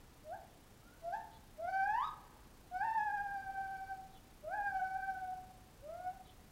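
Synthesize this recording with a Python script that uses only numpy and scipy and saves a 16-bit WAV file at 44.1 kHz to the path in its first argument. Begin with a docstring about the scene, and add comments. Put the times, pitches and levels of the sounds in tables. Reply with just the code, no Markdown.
"""A gibbon whoops close to the microphone in a roofed timber and glass enclosure: three rising whoops,
then two long, sinking, quavering hoots and a soft last whoop. Its vocal folds give an almost pure
tone that beats against its own reflections, which smear every fast glide. A thin whistle follows the
first whoop and a small bird chirps far off. Under it all lie a faint outdoor rumble, microphone hiss
and the camera's electrical buzz."""
import sys
import numpy as np
from scipy import signal
from scipy.fft import rfft, irfft, next_fast_len
from scipy.io import wavfile

SR = 44100
rng = np.random.default_rng(int(sys.argv[2]) if len(sys.argv) > 2 else 0)


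def inscribe(sig):
    """Save sig as 16-bit PCM at rate SR to the path in sys.argv[1].

    A 1-D sig is mono; a 2-D sig holds one channel per row.
    Samples are clipped to [-1, 1] before scaling.
    """
    pcm = np.round(np.clip(np.atleast_2d(sig).T, -1, 1) * 32767)
    wavfile.write(sys.argv[1], SR, pcm.astype(np.int16))


N = 287091
TIME = np.arange(N) / SR


def from_db(db):
    """Decibels to gain."""
    return 10 ** (np.asarray(db) / 20)


def rms_one(x):
    """Scale to an rms of 1."""
    return x / np.sqrt(np.mean(x ** 2) + 1e-20)


def in_time(rows):
    """Join the rows of a curve by straight lines: one array for each column after the time."""
    times, *columns = np.transpose(rows)
    return [np.interp(TIME, times, column) for column in columns]


def at_hz(points, hz):
    """Read a spectrum in dB on a log-frequency axis."""
    freq, db = np.transpose(points)
    return np.interp(np.log(np.maximum(hz, 1)), np.log(freq), db)


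def butter(x, hz, kind, order=2):
    """Causal Butterworth filter."""
    return signal.sosfilt(signal.butter(order, hz, kind, fs=SR, output="sos"), x)


def drift(rate_hz):
    """Smooth random wander with an rms of 1."""
    knots = rng.standard_normal(int(N / SR * 2 * rate_hz) + 2)
    return rms_one(np.interp(TIME * 2 * rate_hz, np.arange(len(knots)), knots))


def ramps(start, end, rise_s, fall_s):
    """Straight rise from 0 at the start, hold at 1, straight fall to 0 at the end."""
    return np.clip(np.minimum((TIME - start) / rise_s, (end - TIME) / fall_s), 0, 1)


def soft_gate(start, end, attack_s, release_s):
    """Rounded attack, hold and release."""
    return np.sin(np.pi / 2 * ramps(start, end, attack_s, release_s)) ** 2


def rumble_and_hiss(level_db=-61, rumble_hz=200):
    """Smooth microphone hiss over a slowly swelling outdoor rumble."""
    # spectrum of the steady noise: f/Hz, relative level/dB
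    spectrum = [(12, -47), (20, 4.5), (47, -1), (103, -3), (148, -5.5), (315, -9), (416, -11.5),
                (649, -14.5), (705, -14.5), (767, -13), (834, -15), (2330, -23), (15500, -32.5)]
    # swell of the rumble: t/s, level change/dB
    rumble_swell = [(0, 1), (1, 0.5), (1.8, 2.5), (3, 2), (4.2, 1), (5.2, 2.5), (6.5, 2.5)]
    hz = np.arange(N // 2 + 1) * SR / N
    noise = rms_one(irfft(rfft(rng.standard_normal(N)) * from_db(at_hz(spectrum, hz)), N))
    swell = from_db(in_time(rumble_swell)[0]) - 1
    return from_db(level_db) * (noise + swell * butter(noise, rumble_hz, "low", order=1))


def camera_buzz(frame_hz=29.997, tick_hz=740, start_s=0.0038, end_s=0.0142):
    """The camera's electronics leak a burst of tiny, uneven ticks and hiss once a frame."""
    in_frame = TIME % (1 / frame_hz)
    busy = (in_frame > start_s) & (in_frame < end_s)
    cycles = np.floor(np.cumsum(tick_hz * (1 + 0.018 * drift(40))) / SR)
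    ticks = np.diff(cycles, prepend=0) * busy * from_db(-2 * np.tanh(drift(300)))
    hiss = rng.standard_normal(N) * busy
    return butter(from_db(-77) * rms_one(ticks) + from_db(-80) * rms_one(hiss), 2000, "high", order=1)


def swing(rows, fade_s=np.inf):
    """Regular swings of a held note, half as deep after fade_s."""
    out = np.zeros(N)
    for start, end, rate_hz, depth in rows:
        age = np.maximum(TIME - start, 0)
        gate = soft_gate(start, end, attack_s=0.029, release_s=0.042)
        out += depth / (1 + age / fade_s) * gate * np.sin(2 * np.pi * rate_hz * age)
    return out


def gibbon_call(curve, voice, shut_mouth_db=-17, flutter_db=2, shimmer_db=2):
    """One call: clean vocal-fold harmonics on a gliding pitch, with a trace of rasp."""
    # level pulses of the long hoots: start t/s, end t/s, rate/Hz, depth/dB
    quavers = [(3.358, 4.08, 9.33, 5.5), (4.559, 5.25, 5.78, 3)]
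    # vibrato from the top of each hoot: start t/s, end t/s, rate/Hz, depth/Hz
    vibratos = [(2.832, 3.96, 10.49, 17.2), (4.533, 5.25, 9.32, 10.1)]
    # colour of the 2nd and of the 3rd harmonic: f/Hz, level/dB re fundamental before the voice's trim
    second_colour = [(1150, -20), (1360, -16.5), (1520, -6.5), (1630, -3.5), (1730, -11.5), (1830, -14.5),
                     (2050, -25.5), (2600, -30)]
    third_colour = [(1850, -42), (2100, -29), (2300, -25.5), (2500, -30), (2750, -31.5), (3300, -28),
                    (3800, -18)]
    # throat and mouth colour of the higher harmonics: f/Hz, level/dB re 3rd before the voice's trim
    throat = [(2600, -9), (3150, -12), (3600, -10), (3900, -23), (4400, -19), (4650, -6), (4950, -13),
              (5500, -14), (6000, -18), (6400, -22), (7300, -22), (9000, -36)]
    second_db, third_db, upper_db, rasp_db, opening_s, closing_s = voice
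    start, end = curve[0][0], curve[-1][0]
    gate = soft_gate(start, end, attack_s=0.054, release_s=0.04)
    on = gate > 0
    pitch, level_db = [column[on] for column in in_time(curve)]
    quaver_db = swing(quavers)[on]
    vibrato_hz = swing(vibratos, fade_s=0.71)[on]
    waver = 1 + 0.00328 * drift(20)[on] + 0.0012 * drift(170)[on]
    pitch = (pitch + vibrato_hz) * waver
    phase = 2 * np.pi * np.cumsum(pitch) / SR
    # overtones follow the opening of the mouth; the 2nd swings against the quaver
    mouth_closed = 1 - ramps(start, end, opening_s, closing_s)[on]
    overtone_db = level_db + shut_mouth_db * mouth_closed
    first = from_db(level_db + quaver_db)
    second = from_db(overtone_db + second_db + at_hz(second_colour, 2 * pitch) - 0.31 * quaver_db)
    third = from_db(overtone_db + third_db + at_hz(third_colour, 3 * pitch))
    tone = first * np.sin(phase) + second * np.sin(2 * phase) + third * np.sin(3 * phase)
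    # the high harmonics follow the third, coloured by the throat, each with a slight flutter
    for k in range(4, 9):
        harmonic_db = upper_db + at_hz(throat, k * pitch) + flutter_db * drift(14)[on]
        tone += third * from_db(harmonic_db) * np.sin(k * phase)
    # turbulence passes the folds once a cycle
    air = rms_one(butter(butter(rng.standard_normal(on.sum()), 1200, "high"), 6000, "low"))
    rasp = third * from_db(rasp_db) * air * (1 + np.cos(phase))
    out = np.zeros(N)
    out[on] = gate[on] * from_db(shimmer_db * drift(30)[on]) * (np.sqrt(2) * tone + rasp)
    return out


def gibbon_song():
    """Six calls, each with its own glide and voice; the long hoots pulse in level."""
    # one curve a call: t/s, pitch f/Hz, level of the fundamental/dB
    curves = [
        [(0.23, 591, -45), (0.292, 629, -47), (0.324, 712, -43.5), (0.358, 882, -50), (0.386, 921, -62)],
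        [(1.01, 649, -45.5), (1.086, 690, -40.5), (1.115, 715, -46), (1.151, 861, -35.5), (1.169, 898, -47.5),
         (1.251, 894, -51)],
        [(1.56, 573, -51.5), (1.625, 675, -39), (1.665, 701, -40), (1.695, 763, -39), (1.757, 768, -37.1),
         (1.818, 774, -34.5), (1.901, 832, -38), (1.936, 869, -33), (2.002, 1019, -35), (2.05, 1269, -39.5),
         (2.104, 1282, -46.5)],
        [(2.702, 702, -41), (2.8, 766, -38.5), (2.852, 896, -35), (2.953, 903, -37.5), (2.996, 861, -32.5),
         (3.081, 823, -39.5), (3.194, 812, -41), (3.438, 783, -48), (3.601, 776, -48), (3.899, 769, -45.5),
         (3.97, 760, -53.5), (4.089, 768, -62)],
        [(4.416, 572, -45), (4.48, 644, -42), (4.553, 840, -40), (4.662, 802, -40.0), (4.708, 773, -44),
         (4.803, 747, -38.5), (4.944, 765, -42), (4.97, 794, -47), (5.106, 765, -42.5), (5.216, 748.6, -46),
         (5.333, 744, -39.5), (5.46, 739.4, -61.8)],
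        [(5.806, 528, -54.7), (5.925, 668, -44), (5.984, 709, -46), (6.032, 731, -54), (6.069, 729, -41),
         (6.167, 772, -54.5)],
    ]
    # one voice a call: trim/dB of the 2nd, the 3rd and the higher harmonics, rasp level/dB re 3rd,
    # mouth opening time/s, mouth closing time/s
    voices = [(-2, -7, -3, -16, 0.14, .016), (-2, -2.5, 8.5, -3.5, 0.15, .07),
              (-0.5, 3, -3.5, -23, 0.098, .016), (-1, 0, 0, -19, 0.05, 0.21), (0, -1, -4, -15, 0.08, 0.32),
              (-1, 1, -3, -16, 0.08, 0.15)]
    return sum(gibbon_call(curve, voice) for curve, voice in zip(curves, voices))


def enclosure(x, direct, wet_db, t60_s=0.47, wood_damping_hz=8000, paths=12):
    """Direct sound and echoes circling between glass, roof and walls; the highs die sooner."""
    # scattering by beams and branches: delay/s, share sent round again
    beams = [(.0031, .6), (.0073, .6)]
    size = next_fast_len(N + SR)
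    hz = np.arange(size // 2 + 1) * SR / size
    decay_s = t60_s / (1 + hz / wood_damping_hz)
    echoes = 0
    for k, round_trip_s in enumerate(np.geomspace(0.009, 0.053, paths)):
        trip = from_db(-60 * round_trip_s / decay_s) * np.exp(-2j * np.pi * hz * round_trip_s)
        echoes = echoes + (-1) ** k * trip / (1 - trip) / np.sqrt(paths)
    # beams thicken each echo without colouring it
    for delay_s, share in beams:
        trip = np.exp(-2j * np.pi * hz * delay_s)
        echoes = echoes * (trip - share) / (1 - share * trip)
    return irfft(rfft(x, size) * (direct + from_db(wet_db) * echoes), size)[:N]


def scatter(x, t60_s, build_s):
    """Diffuse reflections from trees and buildings, swelling and then dying away."""
    t = TIME[:SR]
    tail = rng.standard_normal(SR) * from_db(-60 * t / t60_s) * (1 - np.exp(-t / build_s))
    return signal.fftconvolve(x, rms_one(tail) / np.sqrt(SR))[:N]


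def thin_whistle():
    """A weak, slightly unsteady whistle between the first two whoops."""
    # the rising note: t/s, pitch f/Hz, level/dB
    curve = [(.81, 1270, -73), (.85, 1346, -72), (.885, 1423, -60.5), (.91, 1410, -72), (.935, 1494, -67),
             (.97, 1500, -80)]
    pitch, level_db = in_time(curve)
    phase = 2 * np.pi * np.cumsum(pitch * (1 + 0.01 * drift(80))) / SR
    gate = soft_gate(curve[0][0], curve[-1][0], attack_s=0.01, release_s=0.0091)
    return gate * from_db(level_db) * np.sqrt(2) * np.sin(phase)


def bird(warble=0.087):
    """A small bird's short downward sweeps, made burry by a fast wobble in pitch."""
    # chirps: t/s, length/s, start f/Hz, end f/Hz, level/dB
    chirps = [(1.303, 0.073, 4040, 3500, -69), (4.114, 0.075, 3900, 2950, -70),
              (6.235, 0.084, 3950, 3300, -68)]
    out = np.zeros(N)
    for start, length, start_hz, end_hz, level_db in chirps:
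        progress = np.clip((TIME - start) / length, 0, 1)
        pitch = (start_hz + (end_hz - start_hz) * progress) * (1 + warble * drift(160))
        envelope = np.sqrt(np.abs(np.sin(np.pi * progress)))
        out += from_db(level_db) * envelope * np.sin(2 * np.pi * np.cumsum(pitch) / SR)
    return out


def scene():
    """One microphone near the gibbon in its enclosure; the far bird arrives scattered."""
    song = gibbon_song()
    near_gibbon = enclosure(song, direct=0.79, wet_db=-8.5)
    # branches and mesh scatter the short waves; the surroundings add a weak long tail
    branches = from_db(-6.5) * scatter(butter(song, 1500, "high"), t60_s=0.25, build_s=0.0039)
    tail = from_db(-21) * scatter(song, t60_s=1.3, build_s=0.05)
    far_bird = from_db(2) * scatter(bird(), t60_s=0.09, build_s=0.002)
    whistle = enclosure(thin_whistle(), direct=0.65, wet_db=-6)
    return (near_gibbon + branches + tail + far_bird + whistle + rumble_and_hiss() + camera_buzz())[None]


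def record(dry):
    """The microphone signal is cut steeply above 15.8 kHz."""
    return signal.sosfilt(signal.ellip(12, 0.1, 70, 15800, fs=SR, output="sos"), dry)


dry = scene()
out = record(dry)
inscribe(out)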